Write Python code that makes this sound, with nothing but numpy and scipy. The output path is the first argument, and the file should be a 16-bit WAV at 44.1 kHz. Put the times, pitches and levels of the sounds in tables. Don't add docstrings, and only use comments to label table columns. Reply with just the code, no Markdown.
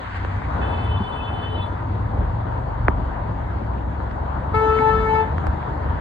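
import sys
import numpy as np
from scipy import signal
from scipy.fft import rfft, irfft, next_fast_len
from scipy.io import wavfile
from scipy.ndimage import uniform_filter1d

SR = 44100
rng = np.random.default_rng(int(sys.argv[2]) if len(sys.argv) > 2 else 0)


def put_to_file(sound):
    columns = np.atleast_2d(sound).T
    safe = np.clip(columns, -1, 1)
    whole_steps = np.round(safe * 32767)
    wavfile.write(sys.argv[1], SR, whole_steps.astype(np.int16))


N = 264730

# f/Hz, lead/rad
LEFT_LEAD = [(0, -1.5), (250, 0.22), (600, 2), (860, 2.5), (1550, 5), (2150, 8), (2600, 10), (3500, 6.5),
             (4390, 7.5), (5500, 9), (6400, 11), (7500, 12.5), (9200, 14.5)]


def amp(db):
    return 10 ** (np.asarray(db) / 20)


def unit_rms(x):
    return x / np.sqrt(np.mean(x ** 2) + 1e-20)


def at_hz(rows, hz):
    f, value = np.transpose(rows)
    return np.interp(np.log(hz + 1), np.log(f + 1), value)


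def at_times(rows, t):
    times, *cols = np.transpose(rows)
    return [np.interp(t, times, c) for c in cols]


def curves(rows):
    t = np.arange(rows[0][0], rows[-1][0], 1 / SR)
    return t[0], at_times(rows, t)


def add(mix, start_s, sound):
    part = mix[:, round(start_s * SR):][:, :sound.shape[1]]
    part += sound[:, :part.shape[1]]


def drift(size, top_hz):
    t = np.arange(size) / SR
    rates_hz = np.geomspace(top_hz / 8, top_hz, 8)
    return unit_rms(sum(np.sin(2 * np.pi * (f * t + rng.random())) for f in rates_hz))


def partial(k, hz, db, pan_db, lead_rad=None, start_turns=None):
    phase = 2 * np.pi * (k * np.cumsum(hz) / SR + (rng.random() if start_turns is None else start_turns))
    if lead_rad is None:
        lead_rad = at_hz(LEFT_LEAD, k * np.mean(hz))
    left = amp(db + pan_db / 2) * np.sin(phase + lead_rad / 2)
    right = amp(db - pan_db / 2) * np.sin(phase - lead_rad / 2)
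    return np.sqrt(2) * np.array([left, right])


def cabin(common, separate):
    colour = [(20, -42), (40, -10.5), (70, -1), (130, -10), (280, -14.5), (380, -20.5), (750, -17.5),
              (1150, -21), (1500, -24), (2450, -40), (4700, -53), (6600, -63), (9500, -72.5),
              (10300, -88.5), (13500, -102)]
    resonances = [(944, 77, 6), (5500, 210, -10.5)]
    coherence = [(60, 0.94), (110, 1), (200, 0.69), (370, 0.79), (680, 0.041), (1250, 0.073), (2290, 0.57),
                 (4200, 0.21), (5200, 1), (6200, 0.5), (7500, 0.97), (9000, 0.52)]
    balance = [(60, -2), (120, 3), (250, 3.5), (500, 7), (1020, 4.5), (2070, -1.5), (4200, 1.5),
               (5500, -1.5), (8000, 1)]
    size = next_fast_len(N)
    common, separate = rfft(common, size), rfft(separate, size)
    hz = np.fft.rfftfreq(size, 1 / SR)
    db = at_hz(colour, hz) + sum(gain / (1 + ((hz - f) / width) ** 2) for f, width, gain in resonances)
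    alike, pan_db = at_hz(coherence, hz), at_hz(balance, hz)
    lagged = common * np.exp(-1j * at_hz(LEFT_LEAD, hz))
    left = common * amp(db + pan_db / 2)
    right = (alike * lagged + np.sqrt(1 - alike ** 2) * separate) * amp(db - pan_db / 2)
    return irfft(np.array([left, right]), size)[:, :N]


def water(level_db=-26.5, patchy_db=1.57, flicker_db=1.0):
    levels = [(0.0, -8, -3, 8), (0.141, -5, -6, 7), (0.165, -3.5, 2, 12.5), (0.19, -6.5, -3, 6.5),
              (0.33, -6, -3, 6.5), (0.45, -2, -2, 5.5), (0.56, -0.5, 4, 6.5), (0.74, 0.5, 5.5, 4.5),
              (0.9, 0.5, 1.5, 3.5), (1.03, 1.5, 0.5, 2), (1.17, -3, 2, 0.5), (1.8, 0.5, -1, 0),
              (2.6, -0.5, 1.5, -0.5), (3.4, -1.5, -1, -0.5), (4.2, -1, -1, -0.5), (4.499, 1, 2, 0.5),
              (4.75, 1, 1.5, 3.5), (5.2, 1.5, 1.5, 2), (5.4, -0.5, -1.5, 2.5), (5.7, 0.5, 3, 1),
              (6.0, 2, -1.5, 2.5)]
    centres_hz = (250, 900, 2100, 7000)
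    weights = [(1, 0.096, 0), (0.07, 0.97, 0.067), (0.15, 0.017, 1), (0, 0.12, .8)]
    frames, hz = N // 128 + 5, np.fft.rfftfreq(512, 1 / SR)
    swell_db = np.array(weights) @ at_times(levels, np.arange(frames) * 128 / SR)
    bands = np.array([at_hz(list(zip(centres_hz, row)), hz) for row in np.eye(4)])
    patches = uniform_filter1d(rng.standard_normal((frames, 257)), 24, axis=0)
    patches = unit_rms(uniform_filter1d(patches, 8, axis=1)).T
    flicker = unit_rms(uniform_filter1d(rng.standard_normal(frames), 12)) * bands[2][:, None]
    gain = amp(bands.T @ swell_db + patchy_db * patches + flicker_db * flicker)
    spectra = rng.standard_normal((2, frames, 257, 2)) @ [1, 1j]
    _, noises = signal.istft(spectra.transpose(0, 2, 1) * gain, nperseg=512, noverlap=384)
    return amp(level_db) * unit_rms(cabin(*noises[:, :N]))


def patter(drops_per_s=24, smallest_db=-44, spread_db=3):
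    out = 0
    for pan_db, speed in ((-5, .85), (0, 1.2), (5, 1.)):
        sizes = amp(spread_db * np.minimum(rng.exponential(1, N), 2.5))
        hits = sizes * (rng.random(N) < drops_per_s / 3 / SR)
        drop = drop_snap(smallest_db, -4, -30, pan_db, speed)
        out = out + signal.oaconvolve(hits[None], drop, axes=1)[:, :N]
    return out


def engine(cycle_hz, orders, waver_db):
    n = len(cycle_hz)
    hz = cycle_hz * (1 + .005 * drift(n, 12))
    sound = 0
    for k, db in orders:
        level_db = db + waver_db * drift(n, 6)
        sound = sound + partial(k, hz, level_db, pan_db=.91, start_turns=.77 + .055 * drift(n, 4))
    return sound * signal.windows.tukey(n, .03)


def motorcycle():
    firing = [(0, 91.4, -38), (.1, 96, -36), (.25, 91.6, -26), (.4, 96.8, -31.5), (.5, 91.2, -36),
              (.75, 87, -55)]
    start_s, (hz, db) = curves(firing)
    return start_s, engine(hz, [(1, db)], waver_db=1.5)


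def passing_car():
    drive = [(0.4, 13.3, -10), (0.7, 17, 0), (1.0, 17.1, 1.5), (1.12, 17.2, -21), (1.3, 20.5, -7),
             (1.6, 18.4, -1.5), (2.3, 22, -1.5), (2.68, 23.7, 0), (2.8, 25, -11), (3.3, 21, -10),
             (3.85, 16.8, -9)]
    orders = [(4, -35), (5, -29.5), (6, -33)]  # order, base level/dB
    body_boom = [(50, -22), (70, -11), (88, 1.5), (105, 2.5), (118, -3.5), (128, -12), (145, -9)]
    start_s, (hz, load_db) = curves(drive)
    pulling = [(k, db + load_db + at_hz(body_boom, k * hz)) for k, db in orders]
    fading_db = -32.2 - 14 * np.arange(len(hz)) / SR
    return start_s, engine(hz, pulling + [(4, fading_db)], waver_db=1.5)


def own_engine():
    drive = [(0.0, 20.07, -14, -51), (0.3, 21.48, -2.5, -37), (0.6, 20.87, -3.5, -55),
             (0.9, 21.57, -8, -49), (1.2, 22.46, -7, -43.5), (1.9, 22.66, -6, -51),
             (2.15, 22.73, -0.5, -27.5), (2.3, 22.87, 2.5, -27), (2.45, 22.65, -3.5, -35.5),
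             (2.7, 22.69, -8, -36.5), (2.82, 22.72, 6.5, -27), (3.15, 21.21, -1.5, -31.5),
             (3.6, 20.5, -2, -41), (4.0, 21.57, -1, -43), (4.35, 22.36, 1.5, -36),
             (4.7, 23.39, -2.5, -37.5), (5.3, 26.26, 1.5, -37), (5.55, 25.43, 1, -38),
             (5.75, 24.05, -1.5, -46), (6.0, 22.9, 12, -22)]
    orders = [(3, -30.5), (4, -40), (5, -35), (6, -39), (8, -45)]  # order, base level/dB
    floor = [(40, 0), (108, 1), (122, -4), (160, -5)]
    start_s, (hz, load_db, boom_db) = curves(drive)
    upper = [(k, db + load_db + at_hz(floor, k * hz)) for k, db in orders]
    return start_s, engine(hz, [(2, boom_db)] + upper, waver_db=2.5)


def floor_bump(db, hz, t60_s, rise_s=.0052):
    t = np.arange(8000) / SR
    envelope = amp(db - 60 * t / t60_s) * (1 - np.exp(-t / rise_s))
    return envelope * np.sin(2 * np.pi * hz * t) * amp([[5.], [4.]])


def horn_press(on_s, off_s, pitch_hz, offset_hz, attack_s, sag_db, release_db, release_s,
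               tail_db_per_s, rise_hz):
    t = np.arange(on_s, off_s + .2, 1 / SR)
    held = np.minimum((t - on_s) / (off_s - on_s), 1)
    hz = pitch_hz + offset_hz * np.exp(-(t - on_s) / .017) + rise_hz * held
    corners_s = [on_s, on_s + attack_s, off_s, off_s + release_s]
    db = np.interp(t, corners_s, [-25, 0, sag_db, sag_db + release_db])
    return t, hz, db + tail_db_per_s * np.maximum(t - off_s - release_s, 0)


def fading_partials(partials, hz, gain_db, fade_db, fade_hz):
    n = len(hz)
    return sum(partial(k, hz, gain_db + db + fade_db * drift(n, fade_hz), pan_db=4 * drift(n, fade_hz))
               for k, db in partials)


def far_horn():
    press = (.592, 1.66, 433.2, -1.5, .025, 0, -9, .035, -110, .2)
    weak = [(1, -46), (10, -71), (19, -95), (20, -75.5), (21, -89), (22, -93)]  # partial, level/dB
    gains = [(6, 8.5), (7, 7), (8, 2.5), (9, 4)]
    fades = [(0.62, -52, -57, -56, -67), (0.64, -48, -56, -52, -70), (0.682, -62, -56, -59, -68),
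             (0.738, -50, -54, -50.5, -72), (0.766, -55, -59, -56, -70), (0.834, -56, -52, -57, -68),
             (0.866, -60, -56, -54, -74), (0.892, -51, -56, -53, -67), (0.92, -58, -45, -54, -65),
             (0.95, -56, -49, -61, -71), (0.978, -58, -51, -49, -70), (1.016, -72, -53, -61, -77),
             (1.042, -60, -55, -45.5, -80), (1.102, -65, -48, -69, -67), (1.128, -61, -53.5, -51, -69),
             (1.198, -54, -53, -55, -80), (1.218, -51, -50, -58, -71), (1.256, -64, -53, -46.5, -68),
             (1.288, -50, -48.5, -51, -72), (1.32, -57, -57, -62, -73), (1.344, -65, -51.5, -57, -76),
             (1.406, -61, -50, -58, -67), (1.448, -54, -50, -48, -70), (1.468, -60, -47, -56, -74),
             (1.558, -67, -49, -58, -59), (1.596, -54, -50, -48, -71), (1.636, -56, -56, -45.5, -56),
             (1.66, -68, -60, -53.5, -69)]
    t, hz, press_db = horn_press(*press)
    hz = hz * (1 + .0034 * drift(len(t), 48))
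    strong = [(k, gain_db + db) for (k, gain_db), db in zip(gains, at_times(fades, t))]
    tones = fading_partials(weak, hz, press_db, fade_db=3.8, fade_hz=28)
    tones += fading_partials(strong, hz, press_db, fade_db=2.6, fade_hz=60)
    return t[0], tones * signal.windows.tukey(len(t), .03)


def near_horn():
    press = (4.53, 5.215, 438.05, -12, .016, 0, -11, .045, -130, 1.0)
    low_partials = [(1, -1.5, -.3), (2, 3.5, -1.33), (3, 1.5, 0), (4, 4, 1.3), (5, 8, 1.97)]  # partial, gain/dB, left lead/rad
    top_partials = [(6, -46), (7, -52), (8, -56), (9, -59), (10, -63.5), (11, -64), (12, -69.5),
                    (13, -67.5), (14, -70), (15, -74), (16, -78.5), (17, -77.5), (18, -80), (19, -88),
                    (20, -88)]
    # t/s, base level/dB, pan/dB
    swell_1 = [(4.57, -24, 9.5), (4.638, -20.5, 8.5), (4.732, -22, 12.5), (4.938, -22, 7),
               (5.012, -23.5, 4.5), (5.2, -24, 6)]
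    swell_2 = [(4.57, -26.5, 3), (4.592, -29, 0.5), (4.678, -24, 3.5), (4.754, -34, -5), (4.784, -46, 0),
               (4.824, -23.5, 6.5), (4.854, -21.5, 8.5), (4.896, -24, 11), (4.941, -37, 20.5),
               (4.998, -40, -4), (5.118, -23.5, 8.5), (5.2, -24, 7)]
    swell_3 = [(4.57, -24, 6), (4.604, -26.5, 2), (4.656, -31.5, 12.5), (4.698, -22.5, 3),
               (4.792, -27, 7.5), (4.84, -27, -4), (4.888, -33.5, 18.5), (4.946, -22, 5.5), (5.0, -37, 21),
               (5.068, -28.5, 7), (5.096, -37, -11.5), (5.124, -54, 4.5), (5.162, -31.5, 18),
               (5.2, -36.5, 5)]
    swell_4 = [(4.57, -40, -3.5), (4.718, -37.5, 0.5), (4.744, -49, -3), (4.808, -40.5, -13.0),
               (4.838, -49, -11), (4.876, -35.5, -11), (4.92, -32, -2), (4.954, -49, 3),
               (4.99, -30.5, -0.5), (5.012, -56.5, 2.5), (5.074, -38.5, -14), (5.124, -41.5, 1),
               (5.156, -40, -11), (5.2, -37.5, -2)]
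    swell_5 = [(4.57, -42, 2), (4.64, -50, 3.5), (4.69, -68, -1), (4.718, -52, 5.5), (4.758, -61, -1.5),
               (4.788, -39, -3), (4.824, -47, 2), (4.856, -63, 6), (4.876, -52, 4), (5.01, -51.5, 3),
               (5.086, -44, 4), (5.132, -49.5, 2), (5.158, -41, 4), (5.199, -54, 5)]
    t, hz, press_db = horn_press(*press)
    low = 0
    for (k, gain_db, lead_rad), swell in zip(low_partials, (swell_1, swell_2, swell_3, swell_4, swell_5)):
        db, pan_db = at_times(swell, t)
        flutter_db = .92 * drift(len(t), 70)
        low = low + partial(k, hz, db + gain_db + press_db + flutter_db, pan_db, lead_rad)
    top_db = press_db + 1 - 3.5 * (t - t[0])
    top = fading_partials(top_partials, hz, top_db, fade_db=3.5, fade_hz=20)
    return t[0], (low + top) * signal.windows.tukey(len(t), .03)


def drop_snap(db, tick_db, fizz_db, pan_db, speed):
    # delay/s, sweep/Hz, end/Hz, fall/s, fall shape, swell/s, swell shape
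    panel = [(.00011, 1973, 395, .00194, 2.8, .00153, 3.5),
             (.000572, 4589, 259, .000995, 1.079, .00157, 5.9)]
    t = np.arange(2000) / SR
    chirps = []
    for delay_s, sweep_hz, end_hz, fall_s, fall_shape, swell_s, swell_shape in panel:
        age = np.maximum(t * speed - delay_s, 0)
        hz = end_hz + sweep_hz * np.exp(-(age / fall_s) ** fall_shape)
        swell = (age / swell_s * np.exp(1 - age / swell_s)) ** swell_shape
        ring = .55 * np.exp(-age / .008) * (1 - np.exp(-(age / .0025) ** 2))
        chirps.append(-(swell + ring) * np.sin(2 * np.pi * np.cumsum(hz * (age > 0)) * speed / SR))
    spray = .14 * np.exp(-((t - .0016) / .00071) ** 2) + .04 * (t > .002) * np.exp(-t / .007)
    burst = spray * rng.standard_normal((2, len(t)))
    burst[:, 70] -= 1
    tick = signal.lfilter(*signal.butter(3, [1900, 4400], "bandpass", fs=SR), burst)
    fizz = signal.lfilter(*signal.butter(2, [5200, 8800], "bandpass", fs=SR), burst)
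    gain = amp(db + pan_db * np.array([[.5], [-.5]]))
    return gain * (np.array(chirps) + amp(tick_db) * tick + amp(fizz_db) * fizz)


def scene():
    snaps = [(0.111, -34, 2, -27, -1, 1.15), (0.1443, -30, 3, -28, -2, 1.3),
             (0.2472, -18.5, 3, -30, 0, 0.78), (0.4183, -26, -6, -30, 7, 0.86),
             (2.8818, -3.3, -17, -33, -2.7, 0.97), (3.789, -40, -18, -20, 2, 1.27),
             (4.001, -24.5, -22, -40, 6, 0.74), (4.1114, -28, 4, -28, 2, 0.93),
             (4.788, -17, -2, -30, -4, 1.02), (5.3806, -18.5, -1.5, -23, -3, 0.9),
             (5.44, -24, -28, -43, 9, 0.67), (5.4673, -17.5, 5.5, -8, -4, 0.79),
             (5.6274, -31, -5, -28, -1, 1.12)]
    bumps = [(0.546, -12, 76, 0.076), (0.91, -15, 92, 0.12), (0.966, -17, 110, 0.083),
             (4.791, -17.5, 252.1, 0.072), (5.485, -10, 72, 0.08), (2.886, -25, 185, 0.1),
             (1.003, -13, 205, 0.06), (1.003, -22, 370, 0.05)]
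    mix = water() + patter()
    for source in (own_engine, passing_car, motorcycle, near_horn, far_horn):
        add(mix, *source())
    for start_s, *snap in snaps:
        add(mix, start_s, drop_snap(*snap))
    for start_s, *bump in bumps:
        add(mix, start_s, floor_bump(*bump))
    return mix


def record(dry):
    lowpass = signal.firwin(511, 16000, window=("kaiser", 9), fs=SR)
    return signal.oaconvolve(dry, lowpass[None], "same")


dry = scene()
out = record(dry)
put_to_file(out)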